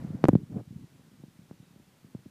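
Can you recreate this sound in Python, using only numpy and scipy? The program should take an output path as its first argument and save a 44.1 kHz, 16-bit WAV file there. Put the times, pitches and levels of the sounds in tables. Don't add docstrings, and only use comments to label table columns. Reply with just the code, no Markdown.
import sys
import numpy as np
from scipy import signal
from scipy.fft import rfft, irfft
from scipy.io import wavfile
from scipy.ndimage import uniform_filter1d

SR = 44100
rng = np.random.default_rng(int(sys.argv[2]) if len(sys.argv) > 2 else 0)


def file_out(sig):
    cols = np.atleast_2d(sig).T
    lim = np.clip(cols, -1, 1)
    pcm = np.round(lim * 32767).astype(np.int16)
    wavfile.write(sys.argv[1], SR, pcm)


N = 101429


def undb(db):
    return 10 ** (np.asarray(db) / 20)


def curve(rows):
    return undb(np.interp(np.arange(N) / SR, *np.array(rows).T))


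def noise(colour):
    hz, db = np.array(colour).T
    bin_hz = np.maximum(np.fft.rfftfreq(N, 1 / SR), 1)
    gain = undb(np.interp(np.log(bin_hz), np.log(hz), db))
    x = irfft(rfft(rng.standard_normal(N)) * gain, N)
    return x / x.std()


def wander(per_s):
    hold = int(SR / per_s)
    steps = np.repeat(rng.standard_normal(N // hold + 1), hold)
    drift = uniform_filter1d(uniform_filter1d(steps, hold), hold)[:N]
    return drift / drift.std()


def fade(ms):
    return np.exp(-np.arange(SR // 10) / (SR * ms / 1000))


def add(out, at, x):
    i = int(round(at * SR))
    out[i:i + len(x)] += x[:max(N - i, 0)]


# start in seconds, relative strength in dB,
# rise in ms, fall in ms, push (+1) or pull (-1).
JOLT_HITS = [(0.046, -15, 0.93, 1.2, -1), (0.1035, -5.5, 1.22, 1.7, -1), (0.1479, -4, 1.28, 3.3, 1),
             (0.2407, 2, 0.14, 1.2, -1), (0.2436, 1, 1.22, 4.6, 1), (0.2537, -10, 0.07, 2.3, -1),
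             (.285, 6, 0.29, .3, 1), (.2894, 4.5, 0.22, 1.2, -1), (0.2941, 0, 0.96, 6, 1),
             (.3295, -8, .95, 1.5, 1), (0.3323, 8.5, 1.07, 1.8, 1), (0.3533, 6.5, 0.66, 5.1, -1),
             (0.4006, -12.5, 1.83, 1.9, -1), (0.4314, -8, 1.42, 1.5, -1), (0.5654, -11.5, 0.69, 2.6, 1),
             (.611, -18, 0.74, 1.2, -1), (0.6735, -17, 1.42, 4.4, -1), (0.7067, -9.5, 1.54, 2.5, 1),
             (0.7587, -8, 1.83, 2.5, 1), (0.9951, -35, 0.72, 1.6, 1), (1.116, -25.5, 1.15, 2.4, 1),
             (1.1998, -21, 1.3, 2.5, -1), (1.237, -24, 0.51, 1.2, -1), (1.2806, -25, 1.17, 3.2, -1),
             (1.3903, -19.5, 1.34, 3, 1), (1.5114, -27, 0.23, 6, -1), (1.5999, -21, 1.33, 3.7, 1),
             (1.6275, -24, 1.17, 2.3, 1), (1.7068, -32, 1.03, 2.5, 1), (1.7603, -29.5, 0.8, 3.5, -1),
             (1.7988, -28.5, 0.83, 1.24, -1), (2.0451, -26, 0.84, 3.9, -1), (2.149, -14.5, 0.64, 3.3, -1),
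             (2.2585, -21.5, 1, 1.3, 1), (2.2616, -18.5, 1.01, 2.5, 1)]


def jolts():
    soft_rise_ms, soft_slope = 0.87, 2.5
    pressure = np.zeros(N)
    for at, db, rise_ms, fall_ms, direction in JOLT_HITS:
        pulse = fade(fall_ms)
        pole = fade(rise_ms)[1]
        for _ in range(2):
            pulse = signal.lfilter([1 - pole], [1, -pole], pulse)
        lead = int(soft_slope * max(rise_ms - soft_rise_ms, 0) * SR / 1000) + 1
        pulse = np.convolve(pulse, np.hanning(2 * lead + 1) / lead)
        add(pressure, at - lead / SR, direction * undb(db) * pulse)
    return microphone(pressure)


def microphone(pressure, bass_cut_hz=101.3, ring_hz=185.2, damping=0.82):
    w = 2 * np.pi * ring_hz
    resonant_highpass = signal.bilinear([1, 0, 0], [1, damping * w, w * w], SR)
    bass_cut = signal.butter(4, bass_cut_hz, "high", fs=SR, output="sos")
    return signal.sosfilt(bass_cut, signal.lfilter(*resonant_highpass, pressure))


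def thud(at=0.286, hz=74.4, db=-21.5, decay_s=0.015):
    age = np.maximum(np.arange(N) / SR - at, 0)
    return undb(db) * np.sin(2 * np.pi * hz * age) * np.exp(-age / decay_s)


# start in seconds, level before filtering in dB, decay in ms,
# low and high band edges in Hz.
CASING_SCRAPES = [(0.242, -20, .45, 2200, 5000), (.242, -38, 3.7, 1000, 4500),
                  (.285, -22, 0.13, 4000, 12000), (0.2846, -42.5, 4.5, 4500, 14000),
                  (0.331, -53.5, 3.5, 7950, 13000), (0.331, -47.5, 10.6, 800, 2580),
                  (0.3527, -38, 0.63, 1970, 3930)]


def scrapes():
    out = np.zeros(N)
    for at, db, decay_ms, low_hz, high_hz in CASING_SCRAPES:
        band = signal.butter(2, [low_hz, high_hz], "band", fs=SR, output="sos")
        envelope = undb(db) * fade(decay_ms)
        burst = envelope * rng.standard_normal(len(envelope))
        add(out, at, signal.sosfilt(band, burst))
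    return out


# time in seconds, level in dB.
RUMBLE_LEVEL = [(0, -42.5), (.15, -38), (.21, -47.5), (.25, -30.5), (.3, -44), (.385, -42), (.425, -43),
                (.46, -56), (.53, -38.5), (.6, -39.5), (.64, -53), (.7, -58.5), (.735, -47), (.84, -49.5),
                (.88, -62), (1.1, -59.5), (1.35, -60.5), (1.55, -58.5), (1.95, -64.5), (2.3, -56.5)]
RUSH_LEVEL = [(.485, -78), (.53, -46), (.555, -52), (.583, -40), (.605, -48), (.63, -78)]
# frequency in Hz, relative level in dB.
RUMBLE_TONE = [(25, -38.5), (55, -16), (100, -6), (150, 2.5), (300, -10), (450, -24), (800, -52),
               (2000, -69)]
RUSH_TONE = [(120, -13.5), (260, 8), (700, -5.5), (1100, -18.5), (1900, -29.5), (3000, -34.5),
             (6000, -49.5)]


def wind(rumble_flutter_db=3.5, rush_flutter_db=2.5):
    eddies = wander(per_s=96)
    rumble = noise(RUMBLE_TONE) * curve(RUMBLE_LEVEL) * undb(rumble_flutter_db * eddies)
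    rush = noise(RUSH_TONE) * curve(RUSH_LEVEL) * undb(rush_flutter_db * eddies)
    return rumble + rush


# time in seconds, level in dB.
SPRAY_LEVEL = [(0, -55), (.05, -56.5), (.21, -60), (.28, -54.5), (.39, -68), (.535, -85), (.575, -69),
               (.62, -86)]
# frequency in Hz, relative level in dB.
SPRAY_TONE = [(200, -14), (500, 6.5), (1100, -5), (1900, -9), (2600, -17.5), (6000, -23), (15000, -31.5)]


def spray():
    return noise(SPRAY_TONE) * curve(SPRAY_LEVEL)


# frequency in Hz, peak level in dB.
WHISTLE_PARTIALS = [(2630, -82), (3740, -78)]


def whistle(peak_s=1.66, width_s=0.11, waver=0.0196):
    swell = np.exp(-((np.arange(N) / SR - peak_s) / width_s) ** 2)
    phase_per_hz = 2 * np.pi * np.cumsum(1 + waver * wander(per_s=150)) / SR
    return swell * sum(undb(db) * np.sin(hz * phase_per_hz) for hz, db in WHISTLE_PARTIALS)


# frequency in Hz, relative level in dB.
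HISS_TONE = [(60, -4.5), (300, 3), (700, -1.5), (2000, -5.5), (4000, -8.5), (9000, -12.5), (15000, -16.5)]


def hiss(db=-66.5):
    return undb(db) * noise(HISS_TONE)


def scene():
    mix = spray() + jolts() + thud() + scrapes() + wind() + whistle() + hiss()
    return mix[None]


def record(dry, top_hz=15200):
    return signal.sosfilt(signal.ellip(10, 0.1, 70, top_hz, fs=SR, output="sos"), dry)


dry = scene()
out = record(dry)
file_out(out)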